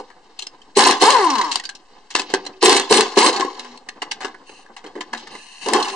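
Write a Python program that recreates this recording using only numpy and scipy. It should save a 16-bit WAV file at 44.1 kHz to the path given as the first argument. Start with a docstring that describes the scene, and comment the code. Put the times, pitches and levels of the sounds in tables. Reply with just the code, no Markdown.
"""A few light clinks, then an air wrench hammers at wheel nuts in short, rattling bursts.
Its vane motor puffs out air, stalls under the hammer blows and runs down with a falling whine.
Between bursts the socket and nuts knock and scrape on the wheel, and air hisses at the valve.
It is all heard in a garage, through a small camera whose housing weakens a few narrow pitch bands."""
import sys
import numpy as np
from scipy import signal
from scipy.fft import rfft, irfft, next_fast_len
from scipy.io import wavfile
from scipy.ndimage import uniform_filter1d, map_coordinates

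SR = 44100
rng = np.random.default_rng(int(sys.argv[2]) if len(sys.argv) > 2 else 0)


def put_to_file(sound):
    """Save the sound as 16-bit audio at rate SR, in the file named by the first command-line argument."""
    columns = np.atleast_2d(sound).T  # one column per channel
    safe = np.clip(columns, -1, 1)
    whole_steps = np.round(safe * 32767)
    wavfile.write(sys.argv[1], SR, whole_steps.astype(np.int16))


N = 262395

# The hammer hitting the anvil inside the wrench. Each row: start in seconds, level in dB.
BLOWS = [(0.7709, -8), (0.7922, -1), (0.807, -3), (0.8401, -3.5), (0.8735, -2), (0.9097, -1.5),
         (1.0218, -1.5), (1.0384, -3.5), (1.073, -12), (1.1038, -1), (2.6278, -2), (2.6582, 2), (2.6948, 1),
         (2.7286, 0), (2.7664, -0.5), (2.7974, -4.5), (2.9101, -12), (2.9257, 2), (2.9387, -3.5),
         (2.972, -2.5), (3.0082, 1), (3.174, -5.5), (3.1888, -0.5), (3.2289, -9.5), (3.263, -0.5),
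         (5.686, -9), (5.7351, -0.5)]
# The wheel's ringing tones. Each row: pitch in Hz, level in dB, t60 (seconds to fade by 60 dB).
WHEEL_TONES = [(385, -3.5, 0.22), (834, -9.5, 0.16), (1032, -10.5, 0.17), (1674, -2, 0.116),
               (1855, -2, 0.057), (2647, -6.5, 0.21), (2840, -11.5, 0.016), (3044, -20.5, 0.084),
               (3450, 3, 0.3), (3970, -2.5, 0.046), (4230, 3, 0.085), (5330, -9, 0.15), (6083, -24, 0.07),
               (7500, -14, 0.036), (7540, -6, 0.017), (8160, -5, 0.013), (3310, -7.5, 0.314),
               (9250, -13.5, 0.1)]
# One list per free spin of the motor. Each row: time in seconds, vane rate in Hz, whine level in dB.
FREE_SPINS = [
    [(1.05, 390, -17.5), (1.08, 446.4, -14.5), (1.115, 609, -20), (1.16, 489.4, -20.5), (1.22, 390, -19),
     (1.3, 289, -27), (1.38, 217, -27), (1.46, 155.4, -31), (1.56, 110.8, -44.5)],
    [(3.19, 370, -29.5), (3.21, 408, -16.5), (3.24, 500, -21.5), (3.285, 620, -28)],
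]


def impacts():
    """Hard, bright hammer blows, and knocks of the socket and nuts that each add a small ping."""
    # Each row: start in seconds, treble level in dB, middle and thud in dB over the treble,
    # t60 in seconds, ping pitch in Hz, ping strength in dB.
    knocks = [(0.1018, -42, 5, -11, 0.076, 1760, -5.5), (0.39, -20, -22, -34, 0.11, 4210, -3),
              (0.4219, -17, -21.5, -25, 0.065, 4190, -4.5), (0.4678, -17, -18, -26, 0.025, 5200, -5),
              (0.617, -38.5, -17, -26, 0.052, 3130, 3.5), (1.3014, -12, -14, -18, 0.073, 5330, -1.5),
              (1.3535, -16.5, -9, -16, 0.07, 4227, -3), (1.3823, -15.5, -9, -18, 0.07, 1662, -3),
              (1.4129, -14, -5, -18, 0.061, 4030, 0), (1.4461, -20, -4.5, -22, 0.065, 5300, 0.5),
              (1.515, -14, -16.5, -33, 0.21, 4350, -1.5), (1.5567, -3, -12.5, -31, 0.044, 4640, -9.5),
              (1.5973, -17.5, -12, -34, 0.039, 1895, -2), (1.6375, -23.5, -13.5, -32, 0.054, 1560, -2),
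              (1.6527, -17.5, -18, -39, 0.05, 4720, 0), (1.6912, -15.5, -15.5, -40, 0.048, 1633, -2.5),
              (1.7508, -26.5, -25, -39, 0.057, 5480, -2), (2.104, -25, -14, -37, 0.14, 1885, -6),
              (2.1506, -7, -8.5, -21, 0.16, 2710, 3), (2.1946, -10.5, -11, -17.5, 0.11, 2600, 0.5),
              (2.3016, -31.5, -8, -8, 0.21, 4200, -8), (2.3381, -4.5, -6, -9.5, 0.054, 1570, -5),
              (2.4505, -31.5, -6, -7, 0.1, 3980, 0), (2.4643, -18, -9, -15, 0.045, 4120, -2),
              (2.5361, -55, 11.5, -3, 0.07, 2570, 5), (3.3282, -15, -15, -13, 0.12, 4100, -4),
              (3.3611, -14.5, -11, -13, 0.11, 4400, -2.5), (3.3965, -14, -6, -7, 0.14, 1500, -0.5),
              (3.4477, -26, -12, 6, 0.038, 1920, -0.5), (3.5943, -20, -12, -15, 0.066, 3910, -2.5),
              (3.6453, -32, 0, -11, 0.1, 1880, -2), (3.7742, -29, -17, -30, 0.039, 4340, -4),
              (3.8878, -16.5, -10, -24, 0.032, 1830, -0.5), (4.0191, -17, -3, -17, 0.074, 2860, 3),
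              (4.1125, -11.5, -15.5, -31, 0.073, 2848, -3.5), (4.2057, -25.5, 1.5, -13, 0.21, 1900, -3),
              (4.2467, -21.5, -2, -5.5, 0.11, 2856, 4), (4.345, -40.5, 7, -21, 0.039, 1520, 6),
              (4.4933, -35, 1, 2, 0.036, 2640, 0.5), (4.6614, -43, 2.5, -6, 0.042, 1660, 3.5),
              (4.7648, -27.5, -4, -21.5, 0.098, 2850, -1), (4.841, -37, 1.5, 7, 0.11, 2840, -1),
              (4.8628, -32.5, -4, -5, 0.095, 3160, -0.5), (4.954, -38.5, 7, 14, 0.12, 1970, -7),
              (4.9762, -46.5, 12, 16, 0.083, 1820, -5), (5.0075, -19.5, -5, -15, 0.067, 3080, -1),
              (5.1313, -21, 1, -12, 0.11, 1583, -3.5), (5.1737, -29, -13, -35, 0.21, 3930, 3),
              (5.2716, -28.5, -6, -31, 0.062, 1786, 0), (5.3508, -30, -0.5, 1, 0.054, 2040, 2.5),
              (5.66, -19, -8, -7.5, 0.051, 2890, 0.5), (5.8008, -18, -17, -11, 0.093, 2980, 2),
              (5.8257, -12, -27, -28, 0.065, 4240, -3), (5.8472, -17.5, -10, -28, 0.13, 2920, -0.5),
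              (5.8824, -20, -11, -15, 0.18, 2650, -0.5)]
    out, t = np.zeros(N + SR), np.arange(SR // 4) / SR
    for start, db in BLOWS:
        blow = strike(db - 5.5, db - 16, db - 30, t60=0.18, ring_db=-11, crack=5.6, rise_s=0.00034)
        out[round(start * SR):][:len(t)] += blow
    for start, db, middle_db, thud_db, t60, hz, ping_db in knocks:
        db += 5.5
        ping_gain = amp(db + max(middle_db, 0) + ping_db - 6.5 - 60 * t / 0.035)
        ping = ping_gain * (1 - np.exp(-t / 0.0014)) * np.sin(2 * np.pi * hz * t)
        knock = strike(db, db + middle_db - 2.5, db + thud_db - 10.5, t60,
                       ring_db=-19, crack=1.05, rise_s=0.00089)
        out[round(start * SR):][:len(t)] += knock + ping
    return out[:N]


def strike(treble_db, middle_db, thud_db, t60, ring_db, crack, rise_s):
    """Metal hits metal: a crack, an uneven rattle that dulls as it dies, and the wheel ringing."""
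    t = np.arange(SR // 4) / SR
    ring = sum(amp(db + rng.normal(0, 3.5) - 60 * t / min(decay, 1.7 * t60))
               * np.sin(2 * np.pi * hz * rng.normal(1, .03) * t) for hz, db, decay in WHEEL_TONES)
    chatter = amp(3.5 * np.repeat(rng.standard_normal(len(t) // 105), 105))
    dull = uniform_filter1d(rng.standard_normal(len(t)), size=4) * chatter * amp(-60 * t / t60)
    bright_gain = 0.1 * chatter * amp(-60 * t / (.5 * t60)) + crack * amp(-60 * t / 0.014)
    bright = bright_gain * rng.standard_normal(len(t))
    hit = (amp(ring_db) * ring + 1.43 * dull + bright) * (1 - np.exp(-t / rise_s))
    colour = [(90, thud_db - 26.5), (190, thud_db - 1), (300, thud_db + 18.5), (500, thud_db + 16.5),
              (800, middle_db + 4.5), (2000, middle_db + 2),
              (2800, treble_db - 8.0), (6000, treble_db - 9), (11000, treble_db - 13.5)]
    gains = amp(along(colour, np.fft.rfftfreq(len(t), 1 / SR)))
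    fade_out = np.cos(np.pi / 2 * t / t[-1]) ** 2
    return irfft(rfft(hit) * gains, len(t)) * fade_out


def motor():
    """Exhaust and casing roar swell as the rotor leaves a stall, and soften when it spins free."""
    # The tone of the exhaust and of the casing. Each row: frequency in Hz, level in dB.
    puff_colour = [(60, -27), (130, -59), (220, -10.5), (320, -4), (450, 0.5), (600, -7.5), (900, -9),
                   (2000, -36.5)]
    roar_colour = [(300, -37), (600, -6), (800, 2.5), (960, 2), (1070, 9), (1180, -2), (1300, -4),
                   (1800, -7), (2300, -16), (4000, -39)]
    puff, roar, jet = trigger_pulls()
    t = np.arange(N) / SR
    free = sum((t > spin[0][0]) & (t < spin[-1][0]) for spin in FREE_SPINS)
    free = uniform_filter1d(1. * free, SR // 50)
    blow_times = np.array(BLOWS)[:, 0]
    speed = rotor_speed(blow_times)
    vane_hz = 400 * speed ** .3 * (1 + .1 * wobble(40))
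    vanes = np.sin(2 * np.pi * np.cumsum(vane_hz) / SR)
    buzz = vanes * amp(3 * wobble(60)) * (seconds_since(blow_times) < .04)
    exhaust = speed * (0.8 * hiss(puff_colour, 1.5, 50) + 0.83 * buzz)
    casing = 0.76 * speed ** 0.2 * hiss(roar_colour, 2.74, 60) * (1 + 0.39 * vanes)
    return amp(-11 * free) * puff * exhaust + amp(-3 * free) * roar * casing + air_jet(jet * speed ** 0.084)


def trigger_pulls():
    """Gains of puff, roar and jet: each pull rises, sags while held, then drops to a run-down."""
    # Each row: start and hold time in seconds, puff, roar and jet levels in dB,
    # run-down level in dB relative to the hold, its base fading speed in dB per second.
    pulls = [(-.1, 0.096, -14.5, -28.5, -42, -40, 100), (0.76, .155, -11, -14, -17, -10, 140),
             (1.006, .12, -11.5, -16, -20, -2, 59.5), (2.617, 0.16, -13, -19.5, -18, -13.5, 71),
             (2.898, 0.1, -8, -18, -19, -13.5, 69), (3.164, 0.13, -9, -13.5, -19, -15, 46.5),
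             (5.653, 0.11, -21, -27, -45, -32, 100), (5.718, 0.087, -18, -20, -33.5, -17.5, -5)]
    # Level lost while held, in dB per second, for puff, roar and jet.
    sag_rates = [64, 4, 7.5]
    sag = np.array(sag_rates)[:, None]
    offset_db, fade_scale = np.array([[-5], [8], [-4]]), np.array([[0.75], [1.38], [0.49]])
    lead_s = np.array([[0], [0], [0.012]])  # air reaches the jet before the rotor turns
    attack_s, release_s, stop_s = 0.013, 0.011, .48
    t, out = np.arange(N) / SR, np.zeros((3, N))
    for start, held, *layers_db, down_db, fade_rate in pulls:
        on, off = np.clip(t - start, 0, held), np.maximum(t - start - held, 0)
        rise = np.clip((t - start + lead_s) / (attack_s + lead_s), 0, 1) ** 2
        cut = np.exp(-off / release_s)
        stop = np.clip((stop_s - off) / release_s, 0, 1)
        rundown = amp(down_db + offset_db - fade_scale * fade_rate * off) * stop
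        out += amp(np.array(layers_db)[:, None] - sag * on) * rise * (cut + (1 - cut) * rundown)
    return out


def rotor_speed(blow_times):
    """Share of full speed: blows stall the rotor, but the first of a burst only takes up slack."""
    stall_depth, stall_s = .93, .016
    stalls = blow_times[1:][np.diff(blow_times) < .1]
    return 1 - stall_depth * np.exp(-(seconds_since(stalls) / stall_s) ** 4)


def air_jet(gain):
    """Rushing air brightens as it grows, and loose metal buzzes against the wheel and rings it."""
    # The tone of the jet and of its high fizz. Each row: frequency in Hz, level in dB.
    jet_colour = [(1000, -28), (2200, 12.5), (2900, 11.5), (3500, 11), (4200, 12), (6000, 7.5), (7500, 1.5),
                  (9000, -60)]
    fizz_colour = [(5000, -33), (7000, -7), (8000, 6), (10000, 0.5), (11500, -14.5)]
    spikes = rng.standard_normal(N) * amp(6 * wobble(900))
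    buzz = filtered(spikes, lambda hz: sum(
        amp(db) * 1j * hz / t60 / (pitch ** 2 - hz ** 2 + 3j * hz / t60)  # one resonance
        for pitch, db, t60 in WHEEL_TONES if 1400 < pitch < 6500))
    rush = hiss(jet_colour, 2.85, 160) + .5 * unit(buzz)
    return gain * rush + 2.78 * gain ** 1.68 * hiss(fizz_colour, 4.8, 70)


def whine():
    """The freely spinning vanes make an unsteady tone with overtones, heard through the muffler."""
    # What the muffler lets through. Each row: frequency in Hz, gain in dB.
    muffler = [(110, -41.5), (190, -28), (270, -6.5), (500, -8.5), (780, -7), (950, 9), (1070, 11),
               (1220, 0), (1900, -10), (2500, -16.5), (4000, -39)]
    t, out = np.arange(N) / SR, np.zeros(N)
    for times, hz, db in map(np.transpose, FREE_SPINS):
        phase = 2 * np.pi * np.cumsum(np.interp(t, times, hz) * (1 + .012 * wobble(80))) / SR
        tone = sum(amp(-.5 * k + 7 * (k == 1) + 2.5 * wobble(70))  # the lowest tone stands out
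                   * np.sin(k * phase + rng.uniform(0, 2 * np.pi)) for k in range(1, 17))
        out += amp(np.interp(t, times, db, -150, -150)) * tone
    return coloured(out, muffler)


def squeaks():
    """Brief wavering tones, perhaps a nut squeaking on its thread and the wheel cover humming."""
    # Each row: start in seconds, length in seconds, pitch in Hz, level in dB.
    tones = [(2.386, 0.32, 378.6, -48), (3.413, 0.033, 1075, -16), (3.472, 0.024, 1056, -19.5),
             (3.525, 0.34, 244.4, -43.5), (5.104, 0.093, 237, -43), (5.857, 0.13, 387, -32.5)]
    t, out = np.arange(N) / SR, np.zeros(N)
    for start, length, hz, db in tones:
        swell = np.sin(np.pi * np.clip((t - start) / length, 0, 1)) ** 2
        gain = amp(db + 1.5 * wobble(30)) * swell
        out += gain * np.sin(2 * np.pi * hz * np.cumsum(1 + 0.0119 * wobble(40)) / SR)
    return out


def rubbing():
    """Hands and socket rub with a low, grainy scrape and a higher grit."""
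    # One list per stretch of rubbing. Each row: time in seconds, scrape level in dB, grit level in dB.
    stretches = [
        [(0.0, -51, -56), (0.16, -59, -62.5), (0.314, -54.5, -59), (0.75, -55.5, -62)],
        [(1.56, -49, -45), (1.716, -55.5, -63.5), (1.976, -52.5, -55), (2.168, -59, -67), (2.3, -40, -37),
         (2.424, -43.5, -49), (2.62, -51, -58.5)],
        [(3.7, -45, -56), (3.842, -54.5, -61.5), (4.244, -49, -53), (4.584, -54, -62), (5.076, -47, -57),
         (5.242, -46, -46.5), (5.4, -45, -47.5)],
    ]
    # The tone of the scrape and of the grit. Each row: frequency in Hz, level in dB.
    scrape_colour = [(60, 0), (150, -8.5), (260, -2), (450, 0), (1000, -1), (1800, -10.5), (2500, -21),
                     (5000, -71)]
    grit_colour = [(1500, -12), (2600, -6.5), (4500, -6.5), (6500, -15.5), (8000, -44), (11000, -61)]
    t, gains = np.arange(N) / SR, np.zeros((2, N))
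    for times, *levels in map(np.transpose, stretches):
        gains += amp([np.interp(t, times, db, -150, -150) for db in levels])
    scrape, grit = uniform_filter1d(gains, SR // 250, axis=1)
    return scrape * hiss(scrape_colour, 4.7, 40) + grit * hiss(grit_colour, 2.4, 81)


def valve_leak():
    """Air slips past the half-pressed trigger with a hollow hiss."""
    # Each row: start in seconds, length in seconds, first level in dB, last level in dB.
    leaks = [(4.454, .2, -47.5, -52), (5.297, .4, -45, -43), (5.6, .45, -37, -36)]
    # The tone of the leak. Each row: frequency in Hz, level in dB.
    leak_colour = [(500, -13.5), (1040, -1.5), (1400, -17), (1720, -1), (2200, -7.5), (2780, 6.5),
                   (3400, -13), (4250, 0.5), (5200, -13), (6130, -3.5), (7500, -15.5), (8950, -5.5),
                   (10500, -17), (11500, -42)]
    t, gain, edge_s = np.arange(N) / SR, np.zeros(N), 0.021
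    for start, length, *db in leaks:
        edges = np.clip(np.minimum(t - start, start + length - t) / edge_s, 0, 1) ** 2
        gain += amp(np.interp(t, [start, start + length], db)) * edges
    return gain * hiss(leak_colour, 0.97, 100)


def wall_echo(sound):
    """The walls send the sound back; high pitches die away first."""
    # Each row: frequency in Hz, t60 in seconds.
    fade_times = [(200, 0.37), (2000, 0.17), (10000, 0.071)]
    hz, t, noise = signal.stft(rng.standard_normal(int(.4 * SR)), SR, nperseg=128)
    tail = signal.istft(noise * amp(-60 * t / along(fade_times, hz)[:, None]), SR, nperseg=128)[1]
    return signal.fftconvolve(sound, tail / np.linalg.norm(tail))[:N]


def garage_noise():
    """The room's nearly steady rumble and hiss."""
    # Each row: frequency in Hz, level in dB.
    room_colour = [(20, 26), (60, 5.5), (150, -29), (270, -8.5), (1000, 2.5), (4000, -21.5), (8000, -14.5),
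                   (11000, -32)]
    return hiss(room_colour, flutter_db=0.51, rate=23)


def near_reflections(sound):
    """Nearby reflections shift as hands and tool move, so left and right differ, most in the treble."""
    # Stereo width. Each row: frequency in Hz, side level in dB relative to the centre.
    width = [(60, -34), (140, -36.5), (350, -16), (840, -6.5), (2010, -3), (4840, 0), (11600, -3.5)]
    bands = signal.stft(sound, nperseg=256)[2]
    drift = uniform_filter1d(rng.standard_normal(bands.shape), 3, axis=0)
    drift = uniform_filter1d(drift, 24, axis=1)
    shifted = signal.istft(bands * np.exp(1j * 1.72 * unit(drift)), nperseg=256)[1][:N]
    return coloured(shifted, width)


def seconds_since(times):
    """Seconds since the latest of these events."""
    t, times = np.arange(N) / SR, np.append(-1, times)
    return t - times[np.searchsorted(times, t) - 1]


def amp(db):
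    """Turn dB into a gain."""
    return 10 ** (np.asarray(db) / 20)


def unit(x):
    """Scale to an average (rms) level of 1."""
    return x / np.sqrt(np.mean(x ** 2) + 1e-20)


def along(points, hz):
    """Read between (Hz, value) points on a log frequency axis."""
    freqs, values = np.transpose(points)
    return np.interp(np.log(hz + 1), np.log(freqs + 1), values)


def wobble(rate):
    """A smooth curve through `rate` random points a second."""
    return map_coordinates(rng.standard_normal(int(N * rate / SR) + 4), [np.arange(N) * rate / SR])


def filtered(x, response):
    """Scale each frequency by response(hz)."""
    size = next_fast_len(N + SR // 2)
    return irfft(rfft(x, size) * response(np.fft.rfftfreq(size, 1 / SR)), size)[..., :N]


def coloured(x, colour):
    """Shape the tone with (Hz, dB) points."""
    return filtered(x, lambda hz: amp(along(colour, hz)))


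def hiss(colour, flutter_db, rate):
    """Shaped noise whose level flutters at random."""
    return unit(coloured(rng.standard_normal(N) * amp(flutter_db * wobble(rate)), colour))


def scene():
    """The wrench and the work on the wheel, in the garage, in stereo."""
    # Each row: frequency in Hz, left level minus right level in dB.
    balance = [(60, -4), (220, 0.5), (840, -1.5), (3120, -1.5), (11600, -2)]
    near = motor() + whine() + squeaks() + impacts() + rubbing() + valve_leak()
    mid = near + amp(-11.5) * wall_echo(near) + amp(-49) * garage_noise()
    side = near_reflections(mid)
    return filtered(np.array([mid + side, mid - side]), lambda hz: amp(along(balance, hz) * [[.5], [-.5]]))


def record(dry):
    """The camera: its housing cuts notches, loud peaks are rounded off, and bass and top are trimmed."""
    # The housing's notches. Each row: centre in Hz, half width in Hz, depth in dB.
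    notches = [(620, 73, -8.5), (1369, 123, -10), (2373, 133, -11), (3446, 156, -9)]
    # The microphone's tone and the final trim. Each row: frequency in Hz, gain in dB.
    microphone = [(40, -7.5), (100, 0.5), (180, 1.5), (280, 0.5), (8000, -1.5), (10000, -5.5)]
    trim = [(30, -9), (100, -9.5), (200, 1), (10000, 0), (10900, -4), (11200, -25), (12200, -51)]
    top_hz, converter_bias = 12250, -0.0022

    def housing_db(hz):
        return sum(db * np.exp(-((hz - centre) / width) ** 2) for centre, width, db in notches)

    heard = filtered(dry, lambda hz: amp(housing_db(hz) + along(microphone, hz)))
    rounded = heard / (1 + np.abs(heard) ** 6) ** (1 / 6)
    return filtered(rounded, lambda hz: amp(along(trim, hz)) * (hz < top_hz)) + converter_bias


dry = scene()
out = record(dry)
put_to_file(out)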